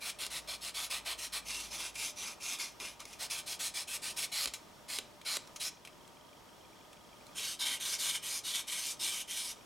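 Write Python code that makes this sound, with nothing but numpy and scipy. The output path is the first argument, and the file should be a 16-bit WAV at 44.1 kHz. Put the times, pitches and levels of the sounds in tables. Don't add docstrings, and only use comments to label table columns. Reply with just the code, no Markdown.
import sys
import numpy as np
from scipy import signal
from scipy.fft import rfft, irfft, next_fast_len
from scipy.io import wavfile
from scipy.ndimage import uniform_filter1d, map_coordinates

SR = 44100
rng = np.random.default_rng(int(sys.argv[2]) if len(sys.argv) > 2 else 0)


def to_wav(s):
    ch = np.atleast_2d(s).T
    pcm = np.round(np.clip(ch, -1, 1) * 32767)
    wavfile.write(sys.argv[1], SR, pcm.astype(np.int16))


N = 425565

# freq_hz, level_db
FAN_SPECTRUM = [(12, -42), (20, -7), (233, -2), (300, -2), (539, -5.5), (713, -5), (775, -5.5), (916, -11),
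                (1050, -8.5), (1210, -11), (1740, -13), (3310, -14.5), (3800, -16), (5620, -17),
                (15800, -28)]
# centre_hz, width_hz, lift_db
FAN_MODES = [(328, 24, 0.5), (597, 19, 9.5), (930, 106, 10.5), (1230, 94, 8.5), (2390, 150, -2),
             (3120, 140, 2), (3400, 60, 7), (5560, 68, 10)]
# freq_hz, coherence
FAN_COHERENCE = [(60, 0.55), (130, 0.48), (290, 0.15), (640, 0.58), (1410, 0.64), (3100, 0.4), (6820, 0.94),
                 (15000, 1.0)]
# time_s, level_db
HUM_ENVELOPE = [(0.0, -86), (0.05, -75), (0.46, -64), (0.67, -70), (1.63, -63), (2.06, -70), (2.12, -85),
                (3.25, -69), (4.2, -99)]
# period_s, pitch_hz, width_s, skip_share
MOTOR_STEP = (.04, 3190, .0016, .27)
MOTOR_UNDERTONE = (.08, 2390, .0018, .4)
# freq_hz, t60_s
ROOM_DECAY = [(200, 0.9), (1000, 0.44), (4000, 0.28), (8000, 0.26), (15000, 0.014)]

# freq_hz, level_db
BRISK_TONE = [(300, -21), (600, -8.5), (1100, -7), (1700, -9.5), (2300, 0), (4000, -2), (7000, -1),
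              (10500, 0), (13000, -8), (15500, -12.5)]
LIGHT_TONE = [(300, -8.5), (600, -10), (1100, -3), (1700, -8), (2300, -5), (4000, -0.5), (7000, 0),
              (10500, -5), (13000, -11), (15500, -20)]
CORNER_TONE = [(300, -21.5), (600, -8), (1100, -9), (1700, -8.5), (2300, 2), (4000, -6.5), (7000, -2),
               (10500, -7), (13000, -12.5), (15500, -18)]
EDGE_TONE = [(300, -17.5), (600, -19.5), (1100, -9), (1700, -13), (2300, -18), (4000, -2), (7000, -6),
             (10500, -2.5), (13000, -8.5), (15500, -22)]
# centre_hz, width_hz, lift_db
BRISK_MODES = [(1160, 280, 4), (1540, 48, 5.5), (1860, 150, 5), (2350, 140, 2.5), (2620, 45, 4),
               (3410, 380, 4.5), (4100, 370, 6.5), (5300, 660, 4), (6500, 180, 4), (8150, 130, 5.5),
               (9080, 180, 6), (10460, 350, 3)]
LIGHT_MODES = [(2130, 170, 8.2), (2416, 136, 12), (2693, 86, 8.8), (3500, 360, 3.7), (5220, 220, 5.8),
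               (6070, 490, 6.8), (9200, 190, 4.8), (10560, 420, 9.7), (12000, 200, 4.5), (14500, 460, 5.2)]
CORNER_MODES = [(1200, 290, 6.2), (1500, 64, 6.5), (3240, 130, 5.9), (3540, 140, 2.6), (4040, 440, 10.9),
                (5160, 340, 5.5), (9040, 600, 2.7), (10300, 460, 4.2), (11200, 380, 4.2), (14570, 500, 5)]
EDGE_MODES = [(345, 46, 7.4), (617, 51, 8.1), (974, 96, 3.4), (1575, 100, 5.1), (1940, 64, 8.6),
              (2290, 450, 18), (3007, 580, 9.7), (3600, 95, 5.7), (5260, 150, 5.7), (5860, 180, 4.9),
              (6250, 340, 7.7), (6930, 160, 8.3), (8700, 1400, 6)]
GRIPS = {"brisk": (BRISK_TONE, BRISK_MODES), "light": (LIGHT_TONE, LIGHT_MODES),
         "corner": (CORNER_TONE, CORNER_MODES), "edge": (EDGE_TONE, EDGE_MODES)}
# start_s, grip
GRIP_CHANGES = [(-1, "brisk"), (1.43, "light"), (3.15, "brisk"), (4.29, "corner"), (7.0, "edge")]

# start_s, peak_db, ring_hz, scuff_s
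SNAPS = [(.265, -28, 3350, 0.013), (1.955, -34, 2400, .028), (2.801, -32, 3600, 0.011),
         (3.003, -33, 3360, 0.011), (3.054, -32, 2400, 0.011), (3.13, -38, 2500, 0.063),
         (4.457, -19.5, 4250, .01), (4.474, -26.5, 4600, 0.034), (4.537, -28.5, 6500, 0.053),
         (4.987, -17.5, 3580, 0.01), (5.215, -39, 2250, 0.015), (5.3693, -20.5, 2150, 0.0069),
         (5.474, -40, 5400, .012), (5.561, -33, 6100, 0.031), (5.85, -37.5, 3120, 0.035),
         (5.874, -37.5, 2070, 0.016), (6.078, -43.5, 8200, 0.0068), (6.93, -44.5, 2910, .015),
         (7.267, -43, 4000, 0.015)]
# freq_hz, level_db
KNOCK_SPECTRUM = [(80, -19), (230, 2.5), (480, 2), (900, 0), (2000, -22)]

# start_s, length_s, level_db, pressure_change_db, body_lift_db
STROKES = [(.004, 0.13, -39.5, 17, 5.5), (0.185, 0.11, -40, -10, 6.5), (0.298, 0.12, -39.5, 13, 4),
           (0.472, .118, -41.5, -12.5, 4), (0.606, .119, -41, 12, 4.5), (0.739, .16, -39.5, -7.5, 4.5),
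           (.897, 0.12, -37.5, 0, 9), (1.047, .122, -38.5, -1, 9.5), (1.175, 0.12, -40.5, 10, 1),
           (1.321, 0.1, -37, -11, 6), (1.447, .3, -43, -11, 2), (1.702, 0.23, -39.5, 8.5, 3),
           (1.938, 0.2, -36.5, 7.5, 0), (2.156, 0.21, -41, 11.5, 3.5), (2.398, .226, -39.5, -7, 0),
           (2.584, 0.18, -44.5, -17, 3.5), (2.794, 0.21, -49, -33, 7), (2.992, 0.081, -45, -8, 10),
           (3.054, .125, -49, 3, 5), (3.185, 0.1, -38.5, 0, 6), (3.298, 0.14, -40, -7.5, 3),
           (3.458, 0.12, -39.5, -5, 1), (3.59, 0.13, -37.5, 1.5, 0), (3.736, .12, -39, -6.5, 2.5),
           (3.872, 0.12, -38, 13.5, -1), (4.016, 0.13, -39, -6, 2.5), (4.161, .12, -36, 5, 2.5),
           (4.315, 0.14, -34.5, -1.5, -2.5), (4.88, .112, -38, -5, -2.5), (5.247, 0.13, -36, -1.5, 3),
           (5.596, 0.11, -37.5, -0.5, -3.5), (7.347, 0.23, -39.5, 3.5, 3), (7.587, 0.21, -35.5, -5.5, 4.5),
           (7.794, 0.2, -36, 4, 1), (7.98, 0.22, -34.5, -0.5, 0), (8.22, 0.2, -37, 3.5, -1),
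           (8.434, 0.21, -37, -2.5, 0.5), (8.668, 0.3, -38, -1, -1.5), (8.991, 0.26, -37, -8, -.5),
           (9.273, 0.28, -39.5, 1.5, -3)]
GESTURES = {"brisk": {"push": (0.046, 0.052, 4600, 4900, 2.4),
            "pull": (0.023, .055, 3100, 2300, 0.93)}, "light": {"push": (0.034, 0.12, 4400, 2000, 1.3),
            "pull": (0.091, 0.11, 2340, 3900, 4.6)}, "corner": {"push": (0.052, 0.0059, 3900, 4950, 6.3),
            "pull": (0.031, 0.025, 4400, 5700, 7.9)}, "edge": {"push": (0.047, 0.066, 2750, 6500, 3.7),
            "pull": (0.06, 0.051, 4100, 2900, 5.2)}}
CONTACT = {"brisk": (-0.5, .5, 0.78), "light": (0, .5, 1), "corner": (1.8, .5, 2), "edge": (-.6, 3.2, 6.3)}
# freq_hz, lift_share
BODY_SHARE = [(1400, 1), (2400, 0.63), (4200, 0.63), (6200, .05), (9500, 0.17)]
# at_tip_hz, at_fingers_hz
BEND_HZ = (3100, 4000)
# centre_hz, width_hz
TIP_MODE, FINGER_MODE = (2200, 580), (4860, 800)


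def amp(db):
    return 10 ** (np.asarray(db) / 20)


def unit(x):
    return x / np.sqrt(np.mean(x ** 2) + 1e-20)


def along(points, hz):
    freqs_hz, values = np.transpose(points)
    return np.interp(np.log(hz + 1), np.log(freqs_hz), values)


def bumps(modes, hz):
    return sum(db / (1 + (2 * (hz - centre) / width) ** 2) for centre, width, db in modes)


def wobble(rate_hz, size):
    knots = rng.standard_normal(int(size * rate_hz / SR) + 4)
    return map_coordinates(knots, [np.arange(size) * rate_hz / SR])


def filtered(x, response):
    size = x.shape[-1]
    padded = next_fast_len(size + 4096)
    return irfft(rfft(x, padded) * response(np.fft.rfftfreq(padded, 1 / SR)), padded)[..., :size]


def ringing(x, colour_db, size=4096):
    cepstrum = irfft(colour_db(np.fft.rfftfreq(size, 1 / SR)) * np.log(10) / 20)
    cepstrum[1:size // 2] *= 2
    cepstrum[size // 2 + 1:] = 0
    impulse_response = irfft(np.exp(rfft(cepstrum)))
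    return signal.fftconvolve(x, impulse_response)[:len(x)]


def add(track, start_s, sound):
    span = track[max(round(start_s * SR), 0):][:len(sound)]
    span += sound[:len(span)]


def fan(level_db=-56.5, flutter_db=0.86, flutter_hz=5.7, low_cut_hz=28):
    def mid_side_gain(hz):
        angle = np.arccos(np.clip(along(FAN_COHERENCE, hz), -1, 1)) / 2
        colour = amp(along(FAN_SPECTRUM, hz) + bumps(FAN_MODES, hz))
        low_cut = hz / np.hypot(hz, low_cut_hz)
        return colour * low_cut * [np.cos(angle), np.sin(angle)]

    mid, side = filtered(rng.standard_normal((2, N)), mid_side_gain)
    rush = unit(np.array([mid + side, mid - side]))
    return rush * amp(level_db + flutter_db * wobble(flutter_hz, N))


def hum(pitch_hz=53.5, drift_hz=0.61, drift_rate_hz=1.97):
    hz = pitch_hz + drift_hz * wobble(drift_rate_hz, N)
    level_db = np.interp(np.arange(N) / SR, *np.transpose(HUM_ENVELOPE), right=-95)
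    return unit(np.sin(2 * np.pi * np.cumsum(hz) / SR)) * amp(level_db)


def focus_motor(steps, start_s=5.772, min_peak_db=-57.5, spread_db=2):
    period_s, pitch_hz, width_s, skip_share = steps
    track, t = np.zeros(N), np.arange(SR // 40) / SR
    times_s = np.arange(start_s, N / SR, period_s)
    for time_s, (chance, strength, phase) in zip(times_s, rng.random((len(times_s), 3))):
        envelope = np.exp(-((t - t.mean()) / width_s) ** 2 / 2)
        pip = envelope * np.sin(2 * np.pi * (pitch_hz * t + phase))
        if chance > skip_share:
            add(track, time_s - t.mean(), amp(min_peak_db + spread_db * strength) * pip)
    return track


def room_tail(x, stereo_width=0.12):
    hz, t, spectra = signal.stft(rng.standard_normal((2, SR // 2)), SR, nperseg=256)
    decay = amp(-60 * t / along(ROOM_DECAY, hz)[:, None])
    tail = signal.istft(spectra * decay, SR, nperseg=256)[1]
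    delayed = np.pad(x, (SR // 250, 0))[None]
    mid, side = signal.fftconvolve(delayed, tail / np.linalg.norm(tail[0]), axes=1)[:, :N]
    return np.array([mid + stereo_width * side, mid - stereo_width * side])


def near_wall(x, gain=0.14, delay_s=0.00322, cutoff_hz=2200):
    echo = lambda hz: gain * np.exp(-2j * np.pi * hz * delay_s) / (1 + (hz / cutoff_hz) ** 2)
    return filtered(x, lambda hz: 1 + echo(hz))


def bench_bump(start_s=4.465, level_db=-51, pitch_hz=56, rise_s=0.008, t60_s=0.25):
    track, t = np.zeros(N), np.arange(SR // 3) / SR
    envelope = amp(level_db - 60 * t / t60_s) * (1 - np.exp(-t / rise_s))
    add(track, start_s, envelope * np.sin(2 * np.pi * pitch_hz * t))
    return track


def grip_at(time_s):
    return [grip for start_s, grip in GRIP_CHANGES if start_s <= time_s][-1]


def plastic_db(time_s, hz, spread_db=0.2, detune_share=0.0041, low_cut_hz=170):
    tone, modes = GRIPS[grip_at(time_s)]
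    scatter = rng.standard_normal((len(modes), 2))
    touched = [(centre_hz * (1 + detune_share * shift), width_hz, lift_db - spread_db * loss)
               for (centre_hz, width_hz, lift_db), (shift, loss) in zip(modes, scatter)]
    bass_loss_db = 20 * np.log10(1 + (low_cut_hz / (hz + 1)) ** 2)
    return along(tone, hz) + bumps(touched, hz) - bass_loss_db


def snaps(ring_db=7, ring_width_hz=1600, blow=3.3, knock_db=-26, knock_t60_s=0.044):
    track, t = np.zeros(N), np.arange(SR // 10) / SR
    for start_s, peak_db, ring_hz, scuff_s in SNAPS:
        force = rng.standard_normal(len(t)) * amp(-30 * t / scuff_s)
        force[0] = blow
        ring = [(ring_hz, ring_width_hz, ring_db)]
        snap = ringing(force, lambda hz: plastic_db(start_s, hz) + bumps(ring, hz))
        knock = unit(filtered(rng.standard_normal(len(t)), lambda hz: amp(along(KNOCK_SPECTRUM, hz))))
        knock *= amp(knock_db - 60 * t / knock_t60_s)
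        add(track, start_s, amp(peak_db) * (snap / np.abs(snap).max() + knock))
    return track


def stroke_directions(pause_s=0.24):
    directions, last_end_s = [], 0
    for start_s, length_s, *_ in STROKES:
        is_push = start_s - last_end_s > pause_s or directions[-1:] == ["pull"]
        directions.append("push" if is_push else "pull")
        last_end_s = start_s + length_s
    return directions


def grit(size, spread_db=2, chatter_db=0.93, chatter_hz=459, drag_db=1.25, drag_hz=49.5):
    grains = rng.standard_normal(size) * amp(spread_db * rng.standard_normal(size))
    return grains * amp(chatter_db * wobble(chatter_hz, size) + drag_db * wobble(drag_hz, size))


def sliding(rub, length_s, direction, ring, bend_db, swing_db,
            ring_width_share=0.3, bend_width_hz=320, crossover=0.44, wander_db=2.44):
    from_hz, to_hz, ring_db = ring
    tip_hz, fingers_hz = BEND_HZ
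    hz, t, spectra = signal.stft(rub, SR, nperseg=512)
    progress = np.clip(t / length_s, 0, 1)
    place = progress if direction == "push" else 1 - progress
    ring_hz = from_hz * (to_hz / from_hz) ** progress
    bend_hz = tip_hz + (fingers_hz - tip_hz) * place ** 2
    end_db = swing_db * (place - crossover)
    modes = [(ring_hz, ring_width_share * ring_hz, ring_db),
             (bend_hz, bend_width_hz, bend_db), (*TIP_MODE, -end_db), (*FINGER_MODE, end_db)]
    wander = uniform_filter1d(rng.standard_normal(spectra.shape), size=3, axis=0)
    wander = unit(uniform_filter1d(wander, size=16, axis=1))
    gain = amp(bumps(modes, hz[:, None]) + wander_db * wander)
    return signal.istft(spectra * gain, SR, nperseg=512)[1][:len(rub)]


def sanding(trim_db=-0.1, bite_db=4, bite_s=0.012):
    track = np.zeros(N)
    for stroke, direction in zip(STROKES, stroke_directions()):
        start_s, length_s, level_db, pressure_change_db, body_db = stroke
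        grip = grip_at(start_s)
        rise_s, fall_s, *ring = GESTURES[grip][direction]
        fizz_db, bend_db, swing_db = CONTACT[grip]
        t = np.arange(SR // 5 if length_s < 0.185 else SR // 3) / SR
        progress = np.clip(t / length_s, 0, 1)
        speed_up = np.sin(np.pi / 2 * np.clip(t / rise_s, 0, 1))
        slow_down = np.sin(np.pi / 2 * np.clip((length_s - t) / fall_s, 0, 1)) ** 2
        pressure_db = pressure_change_db * (progress - 0.5) + bite_db * np.exp(-t / bite_s)
        contact_db = lambda hz: body_db * along(BODY_SHARE, hz) + along([(6200, 0), (9500, fizz_db)], hz)
        rub = ringing(grit(len(t)), lambda hz: plastic_db(start_s, hz) + contact_db(hz))
        rub = sliding(rub, length_s, direction, ring, bend_db, swing_db)
        add(track, start_s, unit(rub) * speed_up * slow_down * amp(trim_db + level_db + pressure_db))
    return track


def scene(room_db=-13):
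    work = near_wall(sanding() + snaps())
    tail = amp(room_db) * room_tail(work)
    background = fan() + hum() + focus_motor(MOTOR_STEP) + focus_motor(MOTOR_UNDERTONE)
    return background + tail + bench_bump() + work


def record(dry, top_hz=15950):
    return filtered(dry, lambda hz: hz < top_hz)


dry = scene()
out = record(dry)
to_wav(out)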